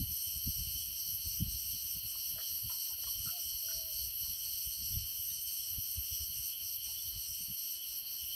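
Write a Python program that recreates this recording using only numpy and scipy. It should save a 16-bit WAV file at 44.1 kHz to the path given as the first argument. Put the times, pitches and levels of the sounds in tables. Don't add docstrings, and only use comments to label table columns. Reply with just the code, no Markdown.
import sys
import numpy as np
from scipy import signal
from scipy.fft import rfft, irfft, next_fast_len
from scipy.io import wavfile
from scipy.ndimage import uniform_filter1d

SR = 44100
rng = np.random.default_rng(int(sys.argv[2]) if len(sys.argv) > 2 else 0)


def to_wav(sig):
    pcm = np.clip(np.atleast_2d(sig), -1, 1) * 32767
    pcm = np.round(pcm).astype(np.int16)
    wavfile.write(sys.argv[1], SR, pcm.T)


N = 368235

# frequency in Hz, relative density in dB per Hz.
RUSTLE_SPECTRUM = [(88, -35), (150, -1), (374, -4), (439, -7), (871, -8), (2080, -8), (2300, -13.5),
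                   (2990, -42), (5060, -120)]
RUSTLE_DB = -72

# frequency in Hz, relative density in dB per Hz.
LARGE_EDDY_SPECTRUM = [(20, -6), (35, -4.5), (60, 4.5), (90, -2.5), (120, -10), (170, -29.5)]
SMALL_EDDY_SPECTRUM = [(70, -20), (105, -0.5), (150, -4.5), (206, -11.5), (264, -17.5), (350, -27),
                       (420, -38), (600, -78)]
# time in seconds, level in dB ahead of the chance swell and the port.
BREEZE = [(0.0, -42), (0.18, -69), (0.58, -57), (0.91, -64.5), (1.44, -55.5), (2.14, -70), (5.0, -60.5),
          (5.25, -66), (6.05, -63.5), (7.49, -67.5), (7.7, -75.5), (8.35, -66.5)]
BREEZE_SWELL_DB, BREEZE_UPPER_DB = 4.0, -15
# time of the peak in seconds, peak level in dB ahead of
# the port, level of the upper part relative to that in dB, width at half height in seconds.
KNOCKS = [(0.0, -39.5, 4, 0.065), (0.108, -48.3, -4.5, 0.048), (0.278, -49.5, -8, 0.018),
          (0.365, -46, -6.5, 0.029), (0.481, -35.3, -3, 0.033), (0.602, -40.3, -7, 0.056),
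          (0.675, -47.5, -4, 0.024), (0.757, -49.5, -5.5, 0.042), (0.882, -56.5, -7, 0.066),
          (1.084, -60, 5, 0.038), (1.2, -64, 1, 0.039), (1.269, -40.5, -9.5, 0.025),
          (1.42, -37.5, 6, 0.034), (1.475, -40, -8, 0.029), (1.55, -44, -17, 0.028),
          (1.746, -59, 5.5, 0.045), (1.843, -61, -3, 0.042), (1.966, -53.4, 0.5, 0.04),
          (2.053, -55.8, 0, 0.031), (2.338, -56, -0.5, 0.078), (2.54, -62.5, -9, 0.058),
          (2.659, -46, -8.5, 0.045), (2.938, -58, -20, 0.034), (3.076, -55, -21, 0.047),
          (3.191, -47.5, -15, 0.052), (3.269, -56, 7.5, 0.042), (3.468, -59, -14, 0.032),
          (3.541, -53, -29, 0.035), (3.672, -74, -5, 0.027), (3.769, -51, -9, 0.031),
          (3.842, -58, -15, 0.027), (3.947, -54, -30, 0.033), (4.03, -50, -34, 0.073),
          (4.076, -54.5, -5, 0.027), (4.229, -42, -35, 0.013), (4.297, -54.6, -7.5, 0.06),
          (4.53, -62, -21, 0.026), (4.674, -47, -22, 0.025), (4.825, -54.5, -3.5, 0.072),
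          (4.918, -49, -6, 0.047), (4.97, -37.7, -9.5, 0.048), (5.033, -46, -21, 0.035),
          (5.198, -56, -26, 0.018), (5.476, -59, -26, 0.032), (5.716, -55.2, -17.9, 0.031),
          (5.783, -43, -5.9, 0.026), (5.985, -37.5, -12.0, 0.029), (6.122, -46, -11, 0.018),
          (6.22, -44.5, -20, 0.032), (6.297, -59.0, -3, 0.035), (6.394, -48.5, -30, 0.026),
          (6.64, -65, -19, 0.033), (6.867, -59, -8, 0.041), (7.088, -55, -17, 0.07),
          (7.166, -46, -18, 0.045), (7.305, -55, -9, 0.035), (7.416, -62, 5.5, 0.047),
          (7.502, -56, 7, 0.039), (8.238, -57.0, -7, 0.032)]
WAKE_S, WAKE_DB = 0.033, -18.5
KNOCK_UPPER_SHARE = 0.73
PORT_CUT_HZ = 346

# start in seconds, relative level in dB, pitch in Hz,
# length in seconds.
CHIRPS = [(4.924, -72, 3460, 0.04), (5.292, -75, 3745, 0.032), (6.978, -68, 3440, 0.03),
          (7.062, -76, 3660, 0.033)]
CHIRP_GAIN_DB = 16.5

# time in seconds, peak level in dB, ring of the hollow in Hz,
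# length of the touch in seconds, level of the broad rasp relative to the ring in dB.
SCUFFS = [(2.145, -52, 1080, 0.03, -4), (2.356, -54, 590, 0.032, -6), (2.387, -42.5, 616, 0.031, 4),
          (2.416, -58, 1162, 0.025, 7), (2.7, -44.5, 1010, 0.026, 1), (2.738, -55, 1030, 0.03, 3),
          (2.901, -58.5, 900, 0.028, -7), (2.934, -59, 1490, 0.018, -11), (2.986, -60, 592, 0.017, -4),
          (3.031, -48.5, 1380, 0.018, 5), (3.07, -51.5, 1100, 0.025, -7), (3.264, -43.5, 1360, 0.045, -5),
          (3.688, -48, 1500, 0.044, -6), (4.243, -62, 1030, 0.028, -6), (5.302, -61, 1810, 0.026, -9),
          (6.883, -59, 860, 0.024, -11)]

# time in seconds, pitch in Hz, level in dB,
# depth of the throat roll from 0 to 1.
COOS = [
    [(3.305, 627, -66, .1), (3.336, 728, -64, 0.3), (3.366, 724, -60, 0), (3.39, 630, -64, 0),
     (3.41, 640, -75, .1)],
    [(3.63, 634, -69, 0.74), (3.72, 651, -67, 0.7), (3.80, 637, -63.5, 0.5), (3.87, 643, -67, 0.4),
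     (3.92, 595, -65.5, 0.4), (3.96, 623, -72, 0.6), (3.975, 613, -86, 0.26), (3.995, 602, -68, 0.4),
     (4.05, 569, -78, 0.6), (4.10, 517, -77, .5)],
]
ROLL_HZ = 46.0

DRUM_STARTS = [.13, .5, .8, 1.02, 1.3, 1.621, 2.049, 2.5, 2.95, 3.2, 3.421, 3.85, 4.15, 4.43, 4.67, 4.85,
               5.182, 5.65, 5.95, 6.15, 6.4, 6.65, 6.86, 7.15, 7.35, 7.7, 7.901]
DRUM_HZ, DRUM_SLIDE_HZ = 3055, 70
DRUM_WANDER = 0.00202
DRUM_DB, DRUM_FLICKER_DB = -58.5, 3

# frequency in Hz, relative density in dB per Hz.
THROB_HIGH_SPECTRUM = [(4030, -60), (6850, -34), (7400, -16), (7830, -5), (8660, 3.5), (9200, 1),
                       (9920, -28), (10200, -13), (13300, -58), (22000, -120)]
THROB_LOW_SPECTRUM = [(2910, -39), (4950, -5.5), (5250, 1), (5930, 7.5), (6220, 1.5), (6510, -25.5),
                      (6640, -34), (6850, -22.5), (8900, -58), (15100, -120)]
SHRILL_SPECTRUM = [(6000, -53), (10200, -27.5), (10500, -23), (10900, -1), (11600, 6.5), (12300, 7.5),
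                   (12800, -38), (16700, -37), (22000, -120)]
MIDDLE_SPECTRUM = [(2210, -79), (3750, -26), (4110, -1), (4330, 5), (4510, 6), (4850, -6), (4950, -15),
                   (6440, -30), (10900, -120)]
LOW_SPECTRUM = [(1240, -47.5), (2100, -23.5), (2530, -10), (2800, -3), (2960, 4), (3030, 2), (3160, 1),
                (3310, -15.5), (3510, -13.5), (3750, -23), (4880, -48), (8250, -120)]
NEAR_SPECTRUM = [(11000, -16), (12700, 1.5), (13000, -20), (13600, 4.5), (14000, -4), (14500, -13.5),
                 (15100, -8.5), (15600, -10), (17000, -40)]

# time in seconds, level in dB.
CHORUS = [(0, -39.5), (2, -40.5), (3.2, -40), (4.8, -40.5), (6.2, -40.5), (7.4, -42.5), (8.35, -41.5)]
LOW_DB, LOW_FLICKER_DB = -56, 1.1
# time in seconds, level in dB.
MIDDLE = [(0, -52.5), (1.3, -51), (2.4, -49.5), (3.4, -49.5), (4.6, -50.5), (5.6, -53), (7, -52),
          (8.35, -52.5)]
# centre in seconds, depth in dB, width at half depth in seconds.
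MIDDLE_LULLS = [(0.1, 4, 0.068), (0.42, 1, 0.049), (0.91, 4, 0.13), (1.15, 6.2, 0.086), (1.39, 11, 0.075),
                (1.63, 5.5, 0.1), (1.89, 6, 0.11), (2.1, 4.5, 0.038), (2.37, 4, 0.1), (2.64, 5.5, 0.12),
                (2.96, 5.5, 0.081), (3.18, 5, 0.087), (3.45, 5.7, 0.092), (3.67, 2, 0.072),
                (3.89, 3, 0.091), (4.14, 3.5, 0.097), (4.38, 6.8, 0.099), (4.67, 8, 0.069),
                (4.94, 5.1, 0.076), (5.23, 7.4, 0.13), (5.44, 4, 0.082), (5.79, 3.5, 0.13), (6.12, 3, 0.13),
                (6.39, 4.3, 0.083), (6.59, 5, 0.083), (6.79, 4, 0.051), (7.03, 2.5, 0.096),
                (7.31, 8.3, 0.054), (7.53, 8, 0.058), (7.8, 5.3, 0.06), (8.02, 2.5, 0.065),
                (8.25, 7, 0.067)]
# time in seconds, upper band in dB and lower band in dB,
# both relative to the chorus.
THROB = [(0, -9, -7), (.8, -8.5, -5.5), (1.3, -8, -4.5), (1.8, -9.5, -6.5), (2.5, -9, -6.5),
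         (3.2, -8, -5.5), (3.8, -9, -4), (4.4, -8.5, -7), (5.0, -8.5, -5), (5.6, -8.5, -6), (6.2, -8, -5),
         (6.9, -8, -5), (7.4, -7, -4.5), (7.8, -9.5, -6), (8.35, -12.5, -9)]
# centre in seconds, depth in dB, width at half depth in seconds.
THROB_LULLS = [(0.05, 7, 0.087), (0.42, 3.5, 0.084), (0.68, 3, 0.12), (0.91, 6.5, 0.073),
               (1.19, 6.5, 0.078), (1.45, 8, 0.066), (2.03, 6.5, 0.064), (2.15, 3, 0.06),
               (2.37, 5.5, 0.084), (2.65, 5, 0.093), (2.97, 8, 0.079), (3.15, 2.5, 0.051),
               (3.36, 4.5, 0.074), (3.59, 3.5, 0.11), (3.87, 6, 0.1), (4.14, 8, 0.091), (4.35, 3.0, 0.045),
               (4.76, 3.5, 0.043), (5.1, 4, 0.19), (5.26, 1.5, 0.073), (5.45, 3, 0.032), (5.77, 3, 0.16),
               (6.0, 3.5, 0.12), (6.3, 6.5, 0.065), (6.57, 8.5, 0.098), (6.79, 8, 0.065),
               (6.98, 4.0, 0.061), (7.13, 4.5, 0.12), (7.51, 5.5, 0.121), (7.82, 5.5, 0.089),
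               (8.04, 9, 0.072)]
LOW_LULL_SHARE = 1
SHRILL_DB, SHRILL_FLICKER_DB = -3.5, 0.6
FLARE_SHARE, FLARE_DIP_SHARE = 0.43, 0.21
FLARE_LEAD_S, FLARE_S = 0.057, 0.061
# centre in seconds, depth in dB,
# width at half depth in seconds.
NEAR_PAUSES = [(0.058, 5, 0.042), (0.303, 4.2, 0.098), (0.605, 4, 0.081), (0.892, 4, 0.131),
               (1.202, 6.7, 0.05), (1.448, 3, 0.058), (1.77, 3, 0.061), (2.023, 1, 0.067),
               (2.377, 7, 0.057), (2.62, 4, 0.081), (2.938, 1, 0.061), (3.18, 4, 0.074), (3.512, 4, 0.084),
               (3.747, 1, 0.136), (4.092, 3, 0.074), (4.362, 6.7, 0.056), (4.74, 3, 0.076),
               (5.0, 8.0, 0.078), (5.362, 7, 0.042), (5.644, 5.5, 0.07), (5.966, 4, 0.042), (6.19, 0, 0.11),
               (6.543, 4, 0.074), (6.81, 7, 0.053), (7.144, 6, 0.044), (7.394, -1, 0.073), (7.77, 6, 0.043),
               (8.04, 11.1, 0.047)]
NEAR_DB, NEAR_CLIMB_DB = -6.5, 3.5

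MIC_LOW_HZ, CUTOFF_HZ = 42.4, 15730


def from_db(db):
    return 10 ** (np.asarray(db) / 20)


def rms_one(x):
    return x / np.sqrt(np.mean(x ** 2) + 1e-20)


def in_time(rows):
    s, *columns = np.transpose(rows)
    return [np.interp(np.arange(N) / SR, s, column) for column in columns]


def colour(x, spectrum):
    size = next_fast_len(N)
    hz, db = np.transpose(spectrum)
    log_bins = np.log(np.arange(1, size // 2 + 2) * SR / size)
    gain = from_db(np.interp(log_bins, np.log(hz), db, left=-200, right=-200))
    return rms_one(irfft(rfft(x, size) * gain, size)[:N])


def resonate(x, hz, width_hz):
    r = np.exp(-np.pi * width_hz / SR)
    feedback = [1, -2 * r * np.cos(2 * np.pi * hz / SR), r * r]
    return signal.lfilter([(1 - r * r) / 2, 0, (r * r - 1) / 2], feedback, x)


def drift(rate_hz):
    step = 40
    r = np.exp(-2 * np.pi * rate_hz * step / SR)
    noise = rng.standard_normal(N // step + 2002)
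    slow = signal.lfilter([1], [1, -2 * r, r * r], noise)[2000:]
    return np.interp(np.arange(N) / step, np.arange(len(slow)), rms_one(slow))


def hump(s, length):
    from_centre = np.arange(N) / SR - s
    return np.exp(-np.log(2) * (2 * from_centre / max(length, .005)) ** 2)


def lulls(rows):
    return -sum(depth_db * hump(s, length) for s, depth_db, length in rows)


def progress(starts):
    phrases = np.arange(len(starts) + 1)
    done = np.interp(np.arange(N) / SR, np.append(starts, N / SR), phrases) % 1
    return uniform_filter1d(done - .5, size=SR // 30)


def evened(x, window_s, floor):
    power = uniform_filter1d(x ** 2, max(int(window_s * SR), 9))
    return rms_one(x / np.sqrt(power + abs(floor)))


def rustle():
    level = from_db(RUSTLE_DB + 1.3 * drift(15.0))
    return level * colour(rng.standard_normal(N), RUSTLE_SPECTRUM)


def wind():
    t = np.arange(N) / SR
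    breeze_db, = in_time(BREEZE)
    lower = from_db(breeze_db + BREEZE_SWELL_DB * drift(10.8))
    upper = lower * from_db(BREEZE_UPPER_DB + 4.8 * drift(31.3))
    for s, db, upper_db, length in KNOCKS:
        wake = from_db(WAKE_DB) * np.exp(-np.abs(t - s) / WAKE_S) * (t > s)
        lower = lower + from_db(db) * np.maximum(hump(s, length), wake)
        upper = upper + from_db(db + upper_db) * hump(s, KNOCK_UPPER_SHARE * length)
    large = evened(colour(rng.standard_normal(N), LARGE_EDDY_SPECTRUM), window_s=.035, floor=0.057)
    small = evened(colour(rng.standard_normal(N), SMALL_EDDY_SPECTRUM), window_s=0.0233, floor=0.046)
    port = signal.butter(2, PORT_CUT_HZ, fs=SR, output="sos")
    return signal.sosfilt(port, lower * large + upper * small)


def chirps():
    out, t = np.zeros(N), np.arange(SR // 10) / SR
    for s, db, hz, length in CHIRPS:
        swell = np.sin(np.pi * np.clip(t / length, 0, 1))
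        pulses = 0.3 * np.sin(2 * np.pi * 205.0 * t)
        roughness = rng.normal(0, 0.033, len(t)).cumsum()
        note = np.sin(2 * np.pi * hz * t + pulses + roughness)
        i = round(s * SR)
        out[i:i + len(t)] += from_db(db + CHIRP_GAIN_DB) * swell * note
    return out


def scuffs():
    out, t = np.zeros(N), np.arange(SR // 5) / SR
    grit = rng.standard_normal((len(SCUFFS), len(t))) ** 5
    clods_hz = 500 * from_db(rng.uniform(0, 14.9, (len(SCUFFS), 5)))
    for (s, db, hz, length, rasp_db), noise, clods in zip(SCUFFS, grit, clods_hz):
        touch = noise * np.sin(np.pi * np.clip(t / max(length, .004), 0, 1)) ** 0.077
        hollow = resonate(resonate(touch, hz, 160.0), hz, 160.0)
        rasp = sum(resonate(touch, clod_hz, 210.0) * (-1) ** k for k, clod_hz in enumerate(np.sort(clods)))
        sound = rms_one(hollow) + from_db(rasp_db) * rms_one(rasp)
        i = round((s - .005) * SR)
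        out[i:i + len(t)] += from_db(db) * sound / np.max(np.abs(sound))
    return out


def dove():
    out, t = np.zeros(N), np.arange(N) / SR
    flutter = np.cos(2 * np.pi * np.cumsum(ROLL_HZ * (1 + 0.047 * drift(15))) / SR)
    for rows in COOS:
        hz, db, roll = in_time(rows)
        fades = np.clip(np.minimum(t - rows[0][0], rows[-1][0] - t) / 0.01, 0, 1)
        phase = 2 * np.pi * np.cumsum(hz * (1 + 0.01614 * drift(44))) / SR
        throat = 1 + np.clip(roll, 0, 1) * flutter
        out += np.sqrt(2) * from_db(db) * throat * fades * np.sin(phase)
    return out


def grove(x):
    t = np.arange(SR // 4) / SR
    tail = rng.standard_normal(len(t)) * from_db(-60 * t / 0.2) * (t > .008)
    tail = tail / np.sqrt(np.sum(tail ** 2))
    return x + from_db(-10.5) * signal.oaconvolve(x, tail)[:N]


def low_singer():
    wander = DRUM_WANDER * drift(4.0) + 0.00594 * drift(30.1)
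    note_hz = (DRUM_HZ + DRUM_SLIDE_HZ * progress(DRUM_STARTS)) * (1 + wander)
    phase = 2 * np.pi * np.cumsum(note_hz) / SR
    strokes = 2 * np.pi * np.cumsum(250.0 * (1 + 0.0099 * drift(3.97))) / SR
    side = from_db(-12.0 + 3.3 * drift(10)) * np.sin(phase + strokes)
    level = from_db(DRUM_DB + DRUM_FLICKER_DB * drift(7.7) + 2.83 * drift(21.7))
    return level * np.sqrt(2) * (np.sin(phase) + side)


def singers(pulse_hz, spread, waver, echo_s, blur, count):
    out, t = 0, np.arange(SR // 20) / SR
    for _ in range(count):
        pace = 1 + spread * rng.normal() + waver * (1.6 * drift(14) + 3.0 * drift(.5))
        turns = np.cumsum(pulse_hz * pace) / SR
        clicks = np.diff(np.floor(turns + rng.random()), prepend=0)
        echoes = rng.standard_normal(len(t)) * np.exp(-t / max(echo_s, 1e-4))
        strands = rms_one(signal.oaconvolve(clicks, echoes)[:N])
        branches = np.append(4.0, echoes[:32])
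        crowd = rms_one(signal.lfilter(branches, [1], rng.standard_normal(N)))
        out = out + (strands + blur * crowd) * from_db(3.96 * drift(4.6))
    return out / np.sqrt(uniform_filter1d(out ** 2, size=SR // 12) + 1e-9)


def flares():
    rise = sum(depth_db * hump(s - FLARE_LEAD_S, FLARE_S) for s, depth_db, _ in NEAR_PAUSES)
    return FLARE_SHARE * rise + FLARE_DIP_SHARE * lulls(NEAR_PAUSES)


def near_phrases():
    return NEAR_CLIMB_DB * progress(np.transpose(NEAR_PAUSES)[0]) + lulls(NEAR_PAUSES)


def buzz(pulse_hz, waver, sharp):
    phase = 2 * np.pi * np.cumsum(pulse_hz * (1 + waver * drift(3))) / SR
    return rms_one(np.exp(sharp * np.cos(phase)) * rng.standard_normal(N))


def cicadas():
    chorus_db, = in_time(CHORUS)
    middle_db, = in_time(MIDDLE)
    high_db, low_db = in_time(THROB)
    lull_db = lulls(THROB_LULLS)
    slow = singers(223.0, spread=.03, waver=.004, echo_s=0.0083, blur=2.17, count=3)
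    shrill = singers(222.0, spread=.02, waver=0.0018, echo_s=0.0086, blur=1.0, count=3)
    fast = singers(303.0, spread=.012, waver=.003, echo_s=0.003, blur=0.96, count=3)

    blurred = (slow + 1.38 * rng.standard_normal(N)) * from_db(LOW_FLICKER_DB * drift(7.3))
    low = from_db(LOW_DB) * colour(blurred, LOW_SPECTRUM)
    middle = from_db(middle_db + lulls(MIDDLE_LULLS)) * colour(slow, MIDDLE_SPECTRUM)
    throb_high = from_db(high_db + lull_db) * colour(fast, THROB_HIGH_SPECTRUM)
    throb_low = from_db(low_db + LOW_LULL_SHARE * lull_db) * colour(fast, THROB_LOW_SPECTRUM)
    far_db = SHRILL_DB + flares() + SHRILL_FLICKER_DB * drift(8.3)
    far = from_db(far_db) * colour(shrill, SHRILL_SPECTRUM)
    near_song = buzz(222.5, waver=0.0055, sharp=1.9) + 0.83 * shrill
    near = from_db(NEAR_DB + near_phrases()) * colour(near_song, NEAR_SPECTRUM)
    return low + middle + from_db(chorus_db) * (throb_high + throb_low + far + near)


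def scene():
    scattered = grove(chirps() + scuffs() + dove())
    mono = rustle() + wind() + scattered + low_singer() + cicadas()
    return np.stack([mono, mono])


def record(dry):
    bass_cut = signal.butter(2, MIC_LOW_HZ, "high", fs=SR, output="sos")
    thin = signal.sosfilt(bass_cut, dry - dry[:, :1])
    top_cut = signal.ellip(14, .5, 80, CUTOFF_HZ, fs=SR, output="sos")
    return signal.sosfilt(top_cut, thin)


dry = scene()
out = record(dry)
to_wav(out)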